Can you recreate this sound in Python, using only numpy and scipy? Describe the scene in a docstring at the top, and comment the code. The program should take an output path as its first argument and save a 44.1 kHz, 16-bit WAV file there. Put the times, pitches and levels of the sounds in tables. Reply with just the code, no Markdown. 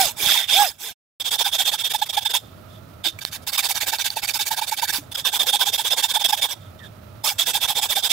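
"""Hacksaw on cast iron

A hand hacksaw cuts a cast iron block in a workshop vise, close to the right port of a stereo microphone.
Slow strokes fade to a short silence; then quick strokes come in bouts with short pauses, and in one pause
the resting blade squeaks. Random chips and hiss make the rasp, resonances make the frame ring,
and sines at the rate of passing teeth make the beats and whistles. Knocks are damped tones with a tick;
the shop behind is filtered noise with a low hum and two drones."""
import sys
import numpy as np
from scipy import signal
from scipy.fft import rfft, irfft, next_fast_len
from scipy.io import wavfile
from scipy.ndimage import uniform_filter1d

SR = 44100
rng = np.random.default_rng(int(sys.argv[2]) if len(sys.argv) > 2 else 0)


def dump(signal):
    """Clip the signal to [-1, 1] and save it as 16-bit WAV at the path in sys.argv[1]."""
    limited = np.clip(np.atleast_2d(signal).T, -1, 1)
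    pcm = np.round(limited * 32767).astype(np.int16)
    wavfile.write(sys.argv[1], SR, pcm)


N = 358071
T = np.arange(N) / SR  # s
SIZE = next_fast_len(N)
HZ = np.fft.rfftfreq(SIZE, 1 / SR)
BACK_START, BACK_END = 3.0, 5.05  # s, the saw is worked from the back of the block
BACK = (T > BACK_START) & (T < BACK_END)


# slow strokes, push and pull in turn: (start [s], fastest [s], stop [s], rasp level [dB],
# frame ring level [dB], ring drift over a stroke length [dB], teeth passing at top speed [Hz])
SLOW_STROKES = [(-.14, .0, .13, -19.5, -28.5, 0, 788), (.16, .3, 0.47, -22.5, -20, 7, 618),
                (.47, .612, .73, -23, -25, -38.5, 832), (.78, .86, 0.95, -34, -37, 3, 466)]
EASE_DB = -8  # the hand eases off through a slow stroke
RASP_POWER, RING_POWER, TEETH_POWER, WHISTLE_POWER = 1.16, 1.4, .85, 2.7  # exponents on blade speed
IDLE_HZ = 249.3  # tooth rate at the slow strokes' ends and between strokes
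WHISTLE_DB = (-16, -36)  # push and pull
WHISTLE_HZ, WHISTLE_WIDTH_HZ = 850, 45  # the blade's lowest resonance


def slow_strokes():
    """The speed of the blade sets rasp, ring, rate of teeth and their whistle."""
    gains = np.zeros((2, N))  # rasp, ring
    tooth_hz = np.full(N, float(IDLE_HZ))
    whistle = np.zeros(N)
    for k, (start, top, stop, rasp_db, ring_db, drift_db, top_hz) in enumerate(SLOW_STROKES):
        on = (T >= start) & (T < stop)
        speed = np.sin(np.pi / 2 * np.interp(T[on], [start, top, stop], [0, 1, 0]))
        along = (T[on] - top) / (stop - start)
        gains[0, on] = gain_of(rasp_db + EASE_DB * along) * speed ** RASP_POWER
        gains[1, on] = gain_of(ring_db + drift_db * along) * speed ** RING_POWER
        tooth_hz[on] = np.maximum(top_hz * speed ** TEETH_POWER, IDLE_HZ)
        detuning = (tooth_hz[on] - WHISTLE_HZ) / WHISTLE_WIDTH_HZ
        resonance = 1 / np.sqrt(1 + detuning ** 2)
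        whistle[on] = gain_of(WHISTLE_DB[k % 2]) * speed ** WHISTLE_POWER * resonance
    return gains, tooth_hz, whistle


# quick strokes in bouts; each bout opens with a push, then pull and push take turns:
# (start [s], rasp level [dB], frame ring level [dB]), levels before the swell is shaped
QUICK_BOUTS = [
    [(1.194, -30.5, -28), (1.238, -28.5, -22), (1.304, -23, -23), (1.378, -24.5, -19), (1.44, -25.5, -25.5),
     (1.512, -24.5, -21), (1.579, -22.5, -20.5), (1.644, -23, -21), (1.711, -26, -26), (1.776, -29, -26),
     (1.835, -26.5, -21), (1.893, -26, -24.5), (1.932, -26, -25.5), (1.977, -38, -35), (2.012, -28, -23.5),
     (2.052, -35.5, -42), (2.087, -32, -28), (2.123, -29.5, -28.5), (2.166, -25.5, -21),
     (2.205, -36.5, -35), (2.247, -29.5, -21.5), (2.288, -30, -25), (2.331, -21.5, -21.5)],
    [(2.44, -67, -66), (2.66, -60, -55)],
    [(3.035, -29, -22)],
    [(3.185, -39.5, -59), (3.205, -36, -40), (3.242, -38.5, -41), (3.308, -31, -37.5)],
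    [(3.418, -49, -61)],
    [(3.464, -23, -37), (3.516, -24, -30.5), (3.573, -19.5, -25), (3.622, -21, -28.5), (3.684, -20, -30),
     (3.738, -26.5, -32.5), (3.8, -22.5, -30), (3.858, -21.5, -27), (3.915, -25.5, -31),
     (3.98, -25.5, -27.5), (4.039, -22.5, -22.5), (4.094, -37, -43), (4.154, -29.5, -34),
     (4.215, -26.5, -33), (4.269, -23.5, -31), (4.33, -23, -34), (4.387, -24.5, -26), (4.45, -23.5, -35),
     (4.502, -24.5, -34), (4.56, -24, -31.5), (4.609, -28, -31.5), (4.664, -26.5, -34.5), (4.708, -27, -39),
     (4.762, -27.5, -28.5), (4.813, -23.5, -30), (4.87, -24, -29.5), (4.92, -23.5, -35)],
    [(5.112, -35, -35.5), (5.143, -30.5, -22), (5.166, -28.5, -30.5)],
    [(5.242, -24, -21), (5.314, -23, -23.5), (5.387, -24, -21.5), (5.455, -22, -21.5), (5.52, -24, -21.5),
     (5.586, -23.5, -18.5), (5.65, -23, -26), (5.717, -23, -23), (5.773, -23.5, -24), (5.836, -25.5, -21.5),
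     (5.899, -24.5, -21.5), (5.959, -22, -24), (6.021, -21.5, -22), (6.079, -27, -26), (6.135, -23, -21),
     (6.19, -28.5, -24.5), (6.238, -21.5, -18), (6.277, -23, -24.5), (6.32, -23, -24.5), (6.363, -31, -29),
     (6.41, -23.5, -20.5), (6.481, -29.5, -31.5)],
    [(6.6, -68.5, -56)],
    [(6.785, -60, -48.5), (6.815, -56, -46)],
    [(7.234, -19, -30.5)],
    [(7.379, -23, -20.5), (7.452, -21.5, -25.5), (7.53, -23, -25), (7.6, -22.5, -24), (7.673, -23, -23.5),
     (7.745, -23.5, -21.5), (7.811, -22, -27), (7.884, -23, -23.5), (7.95, -23, -26), (8.02, -24.5, -20.5),
     (8.09, -22, -19.5)],
]
# where each bout stops: (time [s])
BOUT_STOPS = [2.39, 2.81, 3.115, 3.383, 3.45, 5.011, 5.23, 6.549, 6.73, 6.89, 7.351, 8.16]
PUSH_RISE, PULL_RISE = .33, .55  # share of a stroke spent speeding up
PUSH_RISE_S = .022  # a push never takes longer than this to bite


def strokes():
    """Gains of rasp and ring, and the rate of passing teeth, swell and die with the blade's speed."""
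    gains, tooth_hz, whistle = slow_strokes()
    for bout, bout_stop in zip(QUICK_BOUTS, BOUT_STOPS):
        stops = [row[0] for row in bout[1:]] + [bout_stop]
        for k, ((start, *level_db), stop) in enumerate(zip(bout, stops)):
            length = stop - start
            pull = k % 2
            rise = PULL_RISE * length if pull else min(PUSH_RISE * length, PUSH_RISE_S)
            up = arch(rise, 0) ** 1.74
            down = arch(0, 1.003 * length - rise) ** 2.3
            first = int(start * SR)
            near = slice(first, min(first + len(up) + len(down), N))
            speed = np.r_[up, down][:near.stop - near.start]
            swell = np.tanh([[1.3], [1.6]] * speed)  # rasp, ring
            gains[:, near] += gain_of(level_db)[:, None] * swell
            tooth_hz[near] = rng.uniform(480, 700) * (.3 + .7 * np.sqrt(speed))
    # a short faint tail, the room's smear, follows each stroke
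    decay = np.exp(-1 / (0.037 * SR))
    tail = signal.lfilter([1 - decay], [1, -decay], gains)
    return gains + 0.15 * tail, tooth_hz, whistle


def grit():
    """Chips of iron tear off at random: uneven clicks over a scraping hiss."""
    size = gain_of(3.2 * np.minimum(rng.exponential(1, N), 3.5))
    torn = rng.random(N) < 3000 / SR  # about 3000 chips a second
    chips = size * torn * rng.choice([-1, 1], N)
    return evened(0.58 * evened(chips) + rng.standard_normal(N))


# broad colour of the rasp: (frequency [Hz], relative level [dB])
RASP_COLOUR = [(150, -8.5), (400, -13), (1200, -12.5), (2000, -7.5), (6000, 2.5), (9000, 1.5), (13000, 4),
               (16000, 1)]
# blade and block resonances in the rasp: (frequency [Hz], width [Hz],
# level against the broad colour sawing from the front [dB], the same from the back [dB])
BLADE_MODES = [(827.5, 128, 22.5, 22.5), (1602, 157, 14.5, 19.5), (2309, 93, 9.5, 18), (2644, 54, 11, 13.5),
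               (4540, 114.7, -17.5, 12.5), (5070, 75, 11, 8), (7760, 390, 4, -2)]
# loud modes of the saw frame: (frequency [Hz], width [Hz],
# relative level from the front [dB], relative level from the back [dB])
FRAME_MODES = [(3120, 200, -18.5, 24.5), (3333, 93, 5.5, -24), (3589, 47.4, 10, -15), (3610, 120, -18, 35)]
# heavy slow strokes also shake the block broadly: (frequency [Hz], width [Hz], level [dB])
BLOCK_SHAKE = [(2300, 810, 2)]


def sawing(gains, drive):
    """Grit and tooth beats excite the blade's colour and the frame's modes, which differ by stance."""
    rasp_gain, ring_gain = gains
    broad = gain_of(read(RASP_COLOUR))
    shake = modes(BLOCK_SHAKE, 0) / gain_of(BLOCK_SHAKE[0][2])
    scrape = colour((T < 1) * ring_gain * drive, shake)
    rung = 0
    for stance, on in enumerate([~BACK, BACK]):
        rasp = broad * np.sqrt(1 + modes(BLADE_MODES, stance))
        rasp /= np.sqrt(np.sum(rasp[HZ > 5500] ** 2) / len(HZ))  # level set by the treble
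        ring = evened(broad * np.sqrt(modes(FRAME_MODES, stance)))
        scrape = scrape + colour(on * rasp_gain * drive, rasp)
        rung = rung + colour(on * ring_gain * drive, ring)
    return patchy(scrape) + gain_of(-1.5) * rung


def patchy(x):
    """The blade's free length and pressure keep changing, so its colour drifts in patches."""
    hz, _, z = signal.stft(x, SR, nperseg=512, noverlap=384)
    depth_db = 4.43 + 0.84 / (1 + (hz[:, None] / 3000) ** 2)  # deepest among the low blade modes
    patches = rng.standard_normal(z.shape[1:])
    patches = uniform_filter1d(patches, size=4, axis=0)  # across frequency
    patches = uniform_filter1d(patches, size=7, axis=1)  # across time
    z = z * gain_of(depth_db * evened(patches) - 0.17 * depth_db ** 2)
    return signal.istft(z, nperseg=512, noverlap=384)[1][:, :N]


# tooth whistles, where a quick stroke peaks near the blade's lowest resonance:
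# (centre [s], level before a 3.5 dB lift [dB], tooth rate before the glide [Hz])
WHISTLE_PEAKS = [(1.469, -31, 801.4), (1.603, -38, 759), (1.743, -32.5, 859), (1.952, -24.5, 860.3),
                 (2.026, -22.5, 841), (2.18, -24.5, 842), (2.262, -32, 854), (2.353, -32, 949),
                 (3.937, -26, 879), (4.175, -32, 879), (4.361, -34, 875), (4.402, -34.5, 845),
                 (4.516, -27.5, 885), (4.591, -36, 891), (4.623, -26.5, 868), (4.727, -25.5, 867),
                 (4.833, -25, 900), (5.546, -46, 834.4), (5.676, -29.5, 828.4), (5.798, -31.5, 880),
                 (6.047, -30, 898), (6.173, -25, 870), (6.296, -53, 878), (6.335, -21, 833.5),
                 (7.556, -29.5, 817.4), (7.704, -35, 829), (7.837, -31, 848), (7.976, -28.5, 790.6)]
OCTAVE_FRONT_DB, OCTAVE_BACK_DB = -12.5, -30  # the whistle's octave, by stance


def teeth(tooth_hz, level):
    """Evenly set teeth pass the cut: beats for the blade, and a near sine where they meet its resonance."""
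    level, tooth_hz = level.copy(), tooth_hz.copy()
    for centre, peak_db, top_hz in WHISTLE_PEAKS:
        near = slice(int((centre - .018) * SR), int((centre + .018) * SR))
        u = (T[near] - centre) / 0.01
        level[near] = gain_of(peak_db + 3.5) * np.exp(-2.4 * u ** 2)
        tooth_hz[near] = top_hz * (1.02 - .12 * u ** 2)
    octave = gain_of(np.where(BACK, OCTAVE_BACK_DB, OCTAVE_FRONT_DB))
    turn = 2 * np.pi * np.cumsum(tooth_hz * (1 + .006 * flutter(120))) / SR
    beats = sum(np.cos(k * turn) / k ** 0.28 for k in range(1, 7))
    tone = np.sin(turn) + octave * np.sin(2 * turn)
    whistle = level * tone * gain_of(1.2 * flutter(250))
    return beats, np.sqrt(2) * whistle


# the blade knocks on the iron:
# (time [s], level before the ring and tick are scaled [dB], ring [Hz], ring's 60 dB decay [s])
BLADE_KNOCKS = [(3.189, -17.5, 2310, 0.025), (3.251, 2.5, 4170, 0.003), (3.634, -12, 4460, .01),
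                (3.756, -9, 4530, 0.009), (3.9857, -10, 4446, 0.009), (4.1038, -5, 4460, 0.01),
                (3.063, -27, 330, 0.12), (4.985, -26.5, 292, 0.1)]


def knocks():
    """Each knock is a sharp tick of noise and a short decaying sine."""
    out, t = np.zeros(N), T[:5000]
    ticks = np.diff(rng.standard_normal((len(BLADE_KNOCKS), len(t) + 1)))
    for (start, db, hz, t60), tick in zip(BLADE_KNOCKS, ticks):
        ring = np.sin(2 * np.pi * hz * t) * gain_of(-60 * t / t60)
        tick = tick * gain_of(-60 * t / 0.0038)
        out[int(start * SR):][:len(t)] += gain_of(db) * (0.44 * ring + 0.11 * tick)
    return out


# the resting blade rubs: (start [s], length [s], level [dB], from [Hz], to [Hz])
BLADE_SQUEAK = 6.79, .085, -44, 1950, 1680


def squeak():
    """The resting blade rubs: a faint rough tone that slides down."""
    start, length, db, from_hz, to_hz = BLADE_SQUEAK
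    along = np.clip((T - start) / length, 0, 1)
    slide = to_hz + (from_hz - to_hz) * (1 - along) ** 2
    hz = slide * (1 + 0.033 * flutter(60))
    swell = gain_of(db + 3 * flutter(100)) * np.sin(np.pi * along)
    return swell * np.sin(2 * np.pi * np.cumsum(hz) / SR)


# colour of the workshop air: (frequency [Hz], relative level [dB])
SHOP_COLOUR = [(25, -40), (230, -23.5), (800, -33), (1810, -40), (4000, -44), (7870, -50), (16000, -42.5)]
# low hum and two drones: (frequency [Hz], width [Hz], level against the air [dB])
HUM_AND_DRONES = [(96.4, 21.5, 26.5), (626, 57, 12.5), (1304, 120, 11)]
# left port's likeness to the right in the shop: (frequency [Hz], likeness [0 to 1])
SHOP_LIKENESS = [(60, 0.96), (130, 0.91), (380, 0.21), (2380, 0.25), (15000, 0.69)]
# left port's level against the right in the shop: (frequency [Hz], left - right [dB])
SHOP_BALANCE = [(60, -1.5), (240, -1.5), (950, -14), (3770, -18), (15000, -2.5)]
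SHOP_DB = -43  # both ports averaged, before ducking and fade


def shop():
    """Room air with a wavering level, a low hum and two faint drones, all resonances on noise."""
    tone = gain_of(read(SHOP_COLOUR)) * np.sqrt(1 + modes(HUM_AND_DRONES, 0))
    right, unrelated = colour(rng.standard_normal((2, N)), tone)
    air = pair(right, unrelated, SHOP_LIKENESS, SHOP_BALANCE)
    return gain_of(SHOP_DB + 0.71 * flutter(700)) * air / np.sqrt(np.mean(air.mean(0) ** 2))


def ducking(saw):
    """Gain control on the shop: a loud saw pushes the gain down and it recovers in the pauses."""
    power_db = 10 * np.log10(abs(uniform_filter1d((saw ** 2).mean(0), 900)) + 1e-12)
    fall = T * 300.0  # held peaks fall by 300 dB a second
    held_db = np.maximum.accumulate(power_db + fall) - fall
    over_db = np.maximum(held_db + 38, 0)  # above a -38 dB threshold
    return gain_of(-.95 * uniform_filter1d(over_db, 800))


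def pair(a, b, same, lean):
    """Two microphone ports: the left hears a share of the right's sound a, the rest is the unrelated b."""
    same = np.clip(read(same), 0, 1)
    lean = gain_of(read(lean) / 2)  # half the level difference on each port
    left = colour(a, same * lean) + colour(b, np.sqrt(1 - same ** 2) * lean)
    right = colour(a, 1 / lean)
    return np.array([left, right])


def gain_of(db):
    """Decibels to gain."""
    return 10 ** (np.asarray(db) / 20)


def evened(x):
    """Scales to rms 1."""
    return x / np.sqrt(np.mean(x ** 2) + 1e-20)


def read(points):
    """A (frequency [Hz], value) table at every frequency, on a log axis."""
    f, value = np.transpose(points)
    return np.interp(np.log(HZ + 1), np.log(f + 1), value)


def modes(table, stance):
    """Summed power gain of a set of resonances."""
    return sum(gain_of(2 * db[stance]) / (1 + (2 * (HZ - hz) / width) ** 2) for hz, width, *db in table)


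def flutter(smooth):
    """Slow random wander of rms 1: noise averaged twice over `smooth` samples."""
    return evened(uniform_filter1d(uniform_filter1d(rng.standard_normal(N), smooth), smooth))


def colour(x, gain):
    """Filters by a gain at every frequency."""
    return irfft(rfft(x, SIZE) * gain, SIZE)[..., :N]


def arch(rise, fall):
    """A quarter sine up, a quarter cosine down, lengths in seconds."""
    up = np.linspace(0, 1, int(rise * SR))
    down = np.linspace(1, 0, int(fall * SR))
    return np.sin(np.pi / 2 * np.r_[up, down])


# left port's likeness to the right for the saw: (frequency [Hz], likeness [0 to 1])
SAW_LIKENESS = [(60, 0.2), (240, 0.17), (950, 0.76), (3770, 0.51), (15000, 0.66)]
# left port's level against the right for the saw: (frequency [Hz], left - right [dB])
SAW_BALANCE = [(60, -2.5), (150, 1.5), (380, -6.5), (950, -12), (2380, -8), (5980, -10.5), (15000, -1)]
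# the shop fades out before the silence: (time [s], level [dB])
SHOP_FADE = [(.6, -1.5), (0.926, -25), (0.957, -60)]
SOUND_RETURNS = 1.1995  # s


def scene():
    """The saw close to the right port, the shop around it, and a short silence between slow and quick strokes."""
    gains, tooth_hz, level = strokes()
    beats, whistle = teeth(tooth_hz, level)
    # quick strokes from the front make the teeth beat on the blade
    front = (T > SOUND_RETURNS) & (T < BACK_START) | (T > BACK_END)
    catch = gain_of(1.21 * flutter(60) + 0.59 * flutter(250))  # the teeth catch unevenly
    drive = catch * (np.array([grit(), grit()]) + 0.23 * beats * front)
    clean = whistle + knocks() + squeak()
    right, other = sawing(gains, drive) + [clean, np.roll(clean, 8)]
    saw = pair(right, other, SAW_LIKENESS, SAW_BALANCE)
    fade_s, fade_db = np.transpose(SHOP_FADE)
    fade = np.where(T < 1, gain_of(np.interp(T, fade_s, fade_db)), 1)
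    sounding = np.clip((fade_s[-1] - T) / 0.037, 0, 1) ** 4 + (T > SOUND_RETURNS)
    return (saw + shop() * ducking(saw) * fade) * sounding


EDGE_HZ = 15780  # top of the band


def record(dry):
    """Band limit: a steep low-pass filter at EDGE_HZ."""
    low_pass = signal.firwin(801, EDGE_HZ, window=("kaiser", 12), fs=SR)
    return signal.oaconvolve(dry, low_pass[None], "same")


dry = scene()
out = record(dry)
dump(out)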